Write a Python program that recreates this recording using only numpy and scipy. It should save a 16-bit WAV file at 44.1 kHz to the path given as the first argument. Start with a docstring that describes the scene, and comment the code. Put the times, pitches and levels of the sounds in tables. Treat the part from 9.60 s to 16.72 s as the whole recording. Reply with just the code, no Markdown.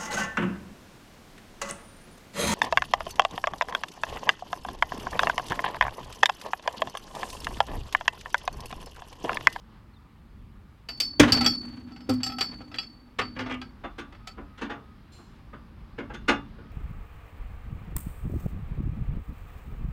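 """Log turning on a sawmill bed

Outdoors at the steel bed, one microphone: the hinged hook of the turning lever clinks and rings, the log
drops on the cross beams and sheds bark, the lever is set on the rail, then a clamp is worked tight.
Struck parts are damped modes under a clatter of filtered noise; noise through beam modes hums when shaken.
Far off, shaped noise makes traffic and leaves; gliding sines make one bird call, and a slightly wavering
sine makes a faint whine in two spells.
"""
import sys
import numpy as np
from scipy import signal
from scipy.fft import rfft, irfft, next_fast_len
from scipy.io import wavfile
from scipy.ndimage import uniform_filter1d, map_coordinates

SR = 44100
rng = np.random.default_rng(int(sys.argv[2]) if len(sys.argv) > 2 else 0)


def generate_wav(signal):
    """Clip the signal to [-1, 1] and save it as 16-bit WAV at the path in sys.argv[1]."""
    frames = np.transpose(np.atleast_2d(signal))
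    scaled = np.clip(frames, -1, 1) * 32767
    pcm = np.round(scaled).astype(np.int16)
    wavfile.write(sys.argv[1], SR, pcm)


N = 313992

# Far traffic and leaves, colour of each: f/Hz, density/dB per Hz (relative)
TRAFFIC_COLOUR = [(18, -38), (30, -2), (54, -0.5), (173, -11.5), (226, -8.5), (258, -15.5), (398, -26),
                  (500, -50), (650, -74.5), (1100, -120)]
LEAF_COLOUR = [(180, -32.5), (300, -4.5), (725, -12), (785, -8), (1040, -8), (1210, -6), (1330, -10),
               (4970, -24.5), (7000, -46), (9100, -62.5), (15400, -120)]
# Their course at the microphone: t/s, level/dB (the leaves before the gust is added)
TRAFFIC_COURSE = [(0, -51), (3.5, -53), (4.2, -47.5), (6.1, -48.5), (6.5, -43), (7.12, -42.5)]
LEAF_COURSE = [(0, -63.5), (3.5, -62.5), (4.2, -59.5), (6.1, -60.5), (6.5, -59), (7.12, -58)]
# Notes of the bird call: t/s, length/s, start f/Hz, end f/Hz, rms level at the crest/dB
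BIRD_NOTES = [(0.332, 0.028, 4550, 3600, -67), (0.361, 0.018, 3700, 3530, -62.5)]
# Two spells of a faint far tone: t/s, length/s, rms level/dB
WHINE_SPELLS = [(4.593, 0.764, -63), (7.004, .3, -64)]
# The beams hum when shaken by hook, log or lever: t/s, shaking level/dB
BEAM_SHAKING = [(1.29, -50.5), (1.59, -48.5), (1.62, -33), (1.72, -24.5), (1.87, -29), (1.97, -39.5),
                (2.1, -41), (2.45, -48.5), (2.52, -42.5), (2.9, -43), (3.55, -59.5), (3.63, -43.5),
                (4.0, -46.5), (4.15, -68)]
# Bark shaken loose: t/s, level from which the patter fades/dB
BARK_SHOWERS = [(1.599, -55.5), (1.9, -74.5), (2.85, -69.5)]
# Heavier blows: t/s, level/dB, hardness as treble/dB, thud re blow/dB, clatter length factor
LOG_DROPS = [(1.534, -41, -61, -8.5, 0.43), (1.597, -5.5, -14, 9.5, 0.99), (1.617, -22, -46.5, -1, 1),
             (1.631, -11.5, -31, 1, 1.1), (1.679, -30, -21, 5, 1.5)]
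RAIL_HITS = [(2.49, -27, -40, 17, 1.5), (3.588, -13, -26, -8.5, 0.97), (3.764, -25.5, -42.5, 1, 0.8),
             (3.789, -24.5, -31.5, -6, 1.8), (3.803, -27.5, -30, 2, 1.13), (3.86, -28, -41, -4, 2.3),
             (3.897, -26.5, -24, -2.5, 0.46), (3.907, -22.5, -34, -7.5, 0.93),
             (3.922, -26.5, -18, -8, 0.39), (3.939, -27, -26, -20, 0.66)]
CLAMP_HITS = [(4.239, -21.5, -52, -5.5, 1.35), (4.383, -28, -27.5, 5.5, 1.64), (4.39, -51.5, 8, -21, 0.65),
              (4.776, -31.5, -62, 5.5, 1.9), (4.978, -35.5, -28, -23.5, 1.8),
              (5.014, -24.5, -32, 8.5, 2.06), (5.098, -22.5, -43.5, -2, 1.94),
              (5.584, -40.5, -72, 2.5, 1.7), (5.931, -30, -55, -3, 1.32), (6.383, -22.5, -45.5, 4, 1.52),
              (6.499, -27, -59, -1, 1.77), (6.54, -29.5, -22, -3, 1), (6.683, -8, -29, -1, 1.59),
              (6.984, -36, -64.5, 3.5, 0.98)]
FAR_CLANG = [(5.519, -68, 0, -42, 14)]
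# Hook swinging on its pivot: t/s, level/dB, hardness as treble/dB, hook ringing re blow/dB,
# pivot ringing re blow/dB, pivot treble/dB
HOOK_HITS = [(1.287, -27.5, -21.5, 3.5, -19.5, 35), (1.374, -61, 3, -15, -20, 0),
             (1.401, -26, 0.5, 9, -17, 4), (1.721, -18, -6, 6, -4, -2), (1.77, -25, -20, 3, -7, -4),
             (1.809, -22.5, -13, 0, 3, -26), (1.844, -30, -15, 6, 3, 7),
             (1.861, -24.5, -7, 13.5, 6.5, 13.5), (2.319, -49, -33, 3, 8, -19),
             (2.361, -36.5, -33, -9, -6, -11), (2.405, -40.5, -35, -4, -2, -17),
             (2.493, -38.5, 5, 8.5, 15.5, -18), (2.537, -63, 19, 13, -5, 23),
             (2.632, -32.5, -9.5, 12.5, 2, 19), (2.664, -34.5, -6.5, 9, 8.5, -23),
             (2.698, -37, -40, 8, 8, -6), (2.72, -42, -16, 7.5, 13.5, -14), (2.784, -30, -18, 4.5, 8, -9),
             (2.808, -21, -14.5, 3, -0.5, 9.5), (3.005, -33, -71, -12, -5.5, -20),
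             (3.115, -36, -34, -10, -7, -9), (3.142, -29, -25, -10, -10, 28),
             (3.157, -38, -20, -4, -25, 15), (3.184, -31, -26, 5.5, -1.5, 35),
             (3.23, -41, -19, -12.5, -16, 10), (3.614, -22.5, -44, -8, -6, 0),
             (3.789, -45, -20, 4.5, 9.5, 9), (4.015, -30, -26.5, -13, -4.5, 10),
             (4.524, -36, -34, -35.5, -24, 10.5), (4.548, -40, -38, -14, -9, 7),
             (4.672, -34, -10, -7.5, 2, -18)]
# The hook is pressed into wood or a glove and stops ringing: t/s
HOOK_GRIPS = [1.6, 2.691, 3.88, 4.119, 4.725]
# Modes of the beams humming under the load: f/Hz, level/dB (relative), t60/s
BEAM_MODES = [(60, -10, .15), (117, -1, .07), (170, -7, .09), (245, 2, .22), (295, -6, .12)]
# Bodies that thud, same columns: bed, frame under the rail, timber
BED_MODES = [(58, -14, .4), (108, -12, .35), (145, -12, .3), (172, -9, .2), (232, -9, .25), (256, -7, .2),
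             (293, 0, .18), (345, -8, .1), (450, 2, .06), (525, 2, .06), (600, 0, .055)]
FRAME_MODES = [(105, -12, .45), (252, -4, .45), (272, 4, .08), (392, -14, .13), (520, -7, .13)]
TIMBER_MODES = [(215.3, -8, .25), (241.5, -8, 0.27), (283.3, -6, 0.32), (345, -2, 0.15),
                (453.7, 3.5, 0.084), (540, -4, 0.058)]
# Struck parts that ring, same columns: rail, clamp, sheet, loose pivot, hook
RAIL_MODES = [(964, -8, .13), (1127, -2, .18), (1217, -3, .18), (1470, 0, .13), (1766, -3, .15),
              (2010, -2, .15), (2229, -5, .16), (2412, -3, .17), (2620, -8, .12), (2815, -7, .14),
              (3050, -6, .19), (3250, -8, .13), (3680, -13, .1)]
CLAMP_MODES = [(930, -9, .17), (1160, -10, .33), (1455, 0, .16), (1503, -4, .16), (1620, -8, .18),
               (1745, -10, .15), (2075, -12, .16), (2258, -11, .15), (2625, -13, .14), (2810, -14, .25),
               (3520, -12, .3), (4150, -18, .1), (4732, -18, .1), (6500, -20, .13), (7310, -22, .12),
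               (9155, -28, .14)]
SHEET_MODES = [(2853, -12, .7), (3488, -12, .6), (4172, -5, .6), (4090, -8, .5), (4527, -7, .5),
               (7321, -7, .55), (8796, -11, .45)]
PIVOT_MODES = [(780, -2, .13), (1310, -1, .15), (1870, -8, .08), (2440, -3, .06), (2650, -1, .05),
               (2934, -6, .07), (3340, -1, .06), (4064, -8, .05)]
HOOK_MODES = [(4473, -11, .6), (4503, -9, .6), (4542, -6, .4), (4600, -6, .17), (5172, -9, .22),
              (5466, -13, .17), (4640, -1, .09), (4710, -3, .11), (4830, -7, .1), (5790, -16, .09),
              (6295, -22, .1), (7630, -16, .13), (9065, -26, .1), (12620, -29, .17), (12690, -28, .15),
              (12775, -29, .17), (12900, -26, .1)]
# Clatter of bolted steel at its usual hardness: f/Hz, density/dB per Hz (relative)
CLATTER_COLOUR = [(150, -15.5), (350, -1), (750, -4), (1300, -1), (3000, 2), (6000, -8), (15000, -31)]
# Its decay at length factor 1: f/Hz, t60/s
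CLATTER_DECAY = [(300, 0.17), (1500, 0.13), (4000, 0.073), (12000, 0.059)]

HISS_DB, WHINE_HZ = -78.5, 1257  # the whine wavers around this pitch
GUST_S, GUST_WIDTH_S, GUST_DB = 0.15, 0.081, 5
GRIND_DB, GRIND_POWER = -32, 1.35  # grinding at the strongest shaking; it fades faster than the hum
SHOWER_RISE_S, SHOWER_FADE_DB_PER_S = 0.18, 35.5
BEAT_START_S, BEAT_PERIOD_S = 2.088, .0355  # the patter comes in beats
USUAL_TREBLE_DB = -18  # hardness at which the clatter keeps its colour
CLATTER_LIFT_DB, HOOK_CLATTER_LIFT_DB, HOOK_LENGTH = 5, 1.5, 0.88  # the last is a clatter length factor
RING_PER_HARDNESS = 0.24  # a harder contact rings the part more (dB per dB)
BRIGHT_PER_HARDNESS = 0.3  # and favours its high modes (dB per dB)
TIGHT_T60_S = .2  # modes that ring longer than this are shaken less by loose joints
ECHO_DB, ECHO_T60_S, ECHO_DELAY_S = -14, .2, .008
FULL_SCALE, TOP_HZ = .97, 16000  # ceiling and band limit of the input stage


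def amp(db):
    """Gain of a level in dB."""
    return 10 ** (np.asarray(db) / 20)


def unit(x):
    """x at rms 1."""
    return x / np.sqrt(np.mean(x ** 2) + 1e-20)


def along(points, hz):
    """Reads (f/Hz, value) points on a log frequency axis."""
    f, value = np.transpose(points)
    return np.interp(np.log(hz + 1), np.log(f + 1), value)


def course(rows):
    """Gain per sample from (t/s, level/dB) rows, silent outside their span."""
    t = np.arange(N) / SR
    s, db = np.transpose(rows)
    return amp(np.interp(t, s, db)) * (t > s[0]) * (t < s[-1])


def wobble(rate):
    """A smooth random curve, rate knots a second."""
    knots = rng.standard_normal(int(N * rate / SR) + 4)
    return map_coordinates(knots, [np.arange(N) * rate / SR])


def coloured(x, spectrum):
    """x through a (f/Hz, gain/dB) spectrum, at rms 1."""
    m = next_fast_len(N + SR // 2)
    gain = amp(along(spectrum, np.fft.rfftfreq(m, 1 / SR)))
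    return unit(irfft(rfft(x, m) * gain, m)[:N])


def add(out, s, sound):
    """Mixes a sound in at s seconds."""
    part = out[round(s * SR):][:len(sound)]
    part += sound[:len(part)]


def background():
    """Lumpy far traffic, patchy leaves with one gust and the steady hiss of the microphone."""
    traffic = coloured(rng.standard_normal(N) * amp(1.3 * wobble(3.3)), TRAFFIC_COLOUR)
    # each patch of leaves covers neighbouring frequencies and moments
    z = signal.stft(rng.standard_normal(N + 512), nperseg=512)[2]
    field = uniform_filter1d(rng.standard_normal(z.shape), 6, axis=0)
    field = uniform_filter1d(field, 14, axis=1)
    patchy = signal.istft(z * amp(1.1 * unit(field)), nperseg=512)[1][:N]
    leaves = coloured(patchy, LEAF_COLOUR)
    gust = amp(GUST_DB * np.exp(-((np.arange(N) / SR - GUST_S) / GUST_WIDTH_S) ** 2))
    hiss = coloured(rng.standard_normal(N), [(3000, -13.0), (6000, 1.5), (16000, 0.0)])
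    return course(TRAFFIC_COURSE) * traffic + course(LEAF_COURSE) * gust * leaves + amp(HISS_DB) * hiss


def bird():
    """A call of two short notes, each a sine gliding in pitch under a rounded swell."""
    out = np.zeros(N)
    for s, length, from_hz, to_hz, db in BIRD_NOTES:
        u = np.arange(round(length * SR)) / (length * SR)
        phase = 2 * np.pi * np.cumsum(from_hz + (to_hz - from_hz) * u) / SR
        add(out, s, np.sqrt(2) * amp(db) * np.sin(np.pi * u) * np.sin(phase))
    return out


def whine():
    """A faint far sine in two spells, its pitch wavering slightly."""
    t, level = np.arange(N) / SR, np.zeros(N)
    for s, length, db in WHINE_SPELLS:
        to_edge = np.minimum(t - s, s + length - t)
        level += amp(db) * np.clip(to_edge / 0.019, 0, 1)
    phase = 2 * np.pi * np.cumsum(WHINE_HZ + 3 * wobble(38)) / SR
    return np.sqrt(2) * level * np.sin(phase)


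def hardness(hz, treble_db):
    """A soft contact drives the high modes less."""
    return treble_db * np.clip(np.log2(hz / 1200 + 1e-9) / 3, 0, 1.2)


def ring(modes, t, scatter_db, treble_db=0, flutter_db=1.5, wander=0, swell=0.11):
    """Damped modes at random strengths and phases; loose joints shake level/dB and phase (wander/rad)."""
    hz, level, t60 = np.transpose(modes)[:, :, None]
    loose = np.minimum(1, TIGHT_T60_S / t60)

    def shake(rate):
        """One random curve per mode, rate knots a second."""
        knots = rng.standard_normal((len(modes), 80))
        return loose * np.array([np.interp(t * rate, np.arange(80), k) for k in knots])

    db = level + hardness(hz, treble_db) + scatter_db * rng.standard_normal(hz.shape)
    db = db + flutter_db * shake(64)
    phase = 2 * np.pi * (hz * t + rng.random(hz.shape)) + wander * shake(90)
    waves = amp(db - 60 * t / t60) * np.sin(phase)
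    waves = waves * (1 - np.exp(-hz * t / swell))  # swell: cycles a mode takes to build up
    return 2 * np.sum(waves, axis=0) / np.sum(amp(level))


def clatter(t, treble_db, length):
    """The countless short modes of bolted steel: noise with a peaky spectrum, each band with its own decay."""
    white = rfft(rng.standard_normal(len(t)))
    lumps = unit(uniform_filter1d(rng.standard_normal(len(white)), size=40))
    peaky = unit(irfft(white * amp(3.5 * lumps), len(t)))
    hz, frames, z = signal.stft(peaky, SR, nperseg=256)
    decay = -60 * frames / (length * along(CLATTER_DECAY, hz)[:, None])
    colour = along(CLATTER_COLOUR, hz) + hardness(hz, treble_db - USUAL_TREBLE_DB)
    return signal.istft(z * amp(colour[:, None] + decay), SR, nperseg=256)[1][:len(t)]


def shaken_beams():
    """Shaken beams hum and grind under the load; bark crumbs patter on the steel."""
    t = np.arange(N) / SR
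    shaking = course(BEAM_SHAKING)
    hum_response = ring(BEAM_MODES, np.arange(SR // 4) / SR, scatter_db=0, flutter_db=2.5)
    hum = signal.fftconvolve(rng.standard_normal(N), hum_response)[:N]
    hum = coloured(hum, [(340, 0), (3000, -36)])

    uneven = rng.standard_normal(N) * amp(3.5 * wobble(120) + 4.5 * wobble(35))
    grit = coloured(uneven, [(200, -24), (450, -3), (1300, -3), (3500, -11), (8000, -34), (16000, -46)])
    grind = amp(GRIND_DB) * (shaking / shaking.max()) ** GRIND_POWER

    patter = np.zeros(N)
    for s, db in BARK_SHOWERS:
        age = np.clip(t - s, 0, None)
        patter += amp(db - SHOWER_FADE_DB_PER_S * age) * np.clip(age / SHOWER_RISE_S, 0, 1)
    # position within an uneven beat, 0 to 1
    since_beat = ((t - BEAT_START_S) / BEAT_PERIOD_S + .06 * wobble(15)) % 1
    ticks = rng.standard_normal(N) * amp(4 * wobble(20) + 3 * wobble(900) - 15 * since_beat)
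    crumbs = coloured(ticks, [(3000, -34.5), (6000, 2), (11000, -7.5), (16000, -18.5)])
    return shaking * hum + grind * grit + patter * crumbs


def blows(hits, part, body, ring_db, bright_db, rise_s, swell):
    """Each blow rattles, rings the struck part and thuds through the body under it."""
    out, t = np.zeros(N), np.arange(SR * 3 // 5) / SR
    onset = 1 - np.exp(-(t / rise_s) ** 2)  # a soft contact builds up over some ms
    for s, db, treble_db, thud_db, length in hits:
        rattle = amp(CLATTER_LIFT_DB) * clatter(t, treble_db, length)
        thud = amp(thud_db) * ring(body, t, scatter_db=1.5, wander=.3, swell=swell)
        part_treble_db = bright_db + BRIGHT_PER_HARDNESS * treble_db
        ringing = ring(part, t, scatter_db=2.5, treble_db=part_treble_db, flutter_db=2.5, wander=0.51)
        ringing = amp(ring_db + RING_PER_HARDNESS * treble_db) * ringing
        add(out, s - rise_s / 2, amp(db) * onset * (rattle + thud + ringing))
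    return out


def clamp():
    """The clamp is worked against timber, its slow contacts thudding; one faint sheet clang joins from afar."""
    work = blows(CLAMP_HITS, CLAMP_MODES, TIMBER_MODES, ring_db=4.5, bright_db=7, rise_s=.011, swell=4.5)
    clang = blows(FAR_CLANG, SHEET_MODES, TIMBER_MODES, ring_db=16, bright_db=-4, rise_s=.008, swell=1)
    return work + clang


def bed():
    """The log drops quickly excite rail and bed; the lever set on the rail thuds through its frame."""
    drops = blows(LOG_DROPS, RAIL_MODES, BED_MODES, ring_db=-1, bright_db=-8, rise_s=.0032, swell=.5)
    lever = blows(RAIL_HITS, RAIL_MODES, FRAME_MODES, ring_db=4, bright_db=6, rise_s=.0062, swell=1.2)
    return drops + lever


def hook():
    """The hook rings long and high until gripped, its loose pivot short and lower."""
    out, t = np.zeros(N), np.arange(SR * 4 // 5) / SR
    for s, db, treble_db, hook_db, pivot_db, pivot_treble_db in HOOK_HITS:
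        free_s = min([grip - s for grip in HOOK_GRIPS if grip > s] + [1])
        held = amp(-60 * np.clip(t - free_s, 0, None) / 0.026)
        rattle = amp(HOOK_CLATTER_LIFT_DB) * clatter(t, treble_db, HOOK_LENGTH)
        pivot = ring(PIVOT_MODES, t, scatter_db=2.5, treble_db=pivot_treble_db, wander=1.0)
        ringing = ring(HOOK_MODES, t, scatter_db=3.5, treble_db=4 + treble_db / 4, flutter_db=3.5, wander=.9)
        sound = rattle + amp(pivot_db) * pivot + amp(hook_db) * ringing * held
        add(out, s, amp(db) * (1 - np.exp(-t / 0.001)) * sound)
    return out


def echoes(x):
    """The machine frame and the hedge answer: a short decaying noise tail after a small delay."""
    t = np.arange(SR // 3) / SR
    tail = rng.standard_normal(len(t)) * amp(-60 * t / ECHO_T60_S) * (t > ECHO_DELAY_S)
    return x + amp(ECHO_DB) * signal.fftconvolve(x, tail / np.linalg.norm(tail))[:N]


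def scene():
    """Everything reaches one microphone in the open air; only the blows are echoed."""
    far = background() + bird() + whine()
    near = shaken_beams() + echoes(clamp() + bed() + hook())
    return (far + near)[None]


def record(dry):
    """The input stage rounds off the loudest peaks and keeps nothing above its band limit."""
    m = next_fast_len(N + SR // 2)
    rounded = dry / (1 + np.abs(dry / FULL_SCALE) ** 4) ** (1 / 4)
    passed = np.fft.rfftfreq(m, 1 / SR) < TOP_HZ
    return irfft(rfft(rounded, m) * passed, m)[:, :N]


dry = scene()
out = record(dry)
generate_wav(out)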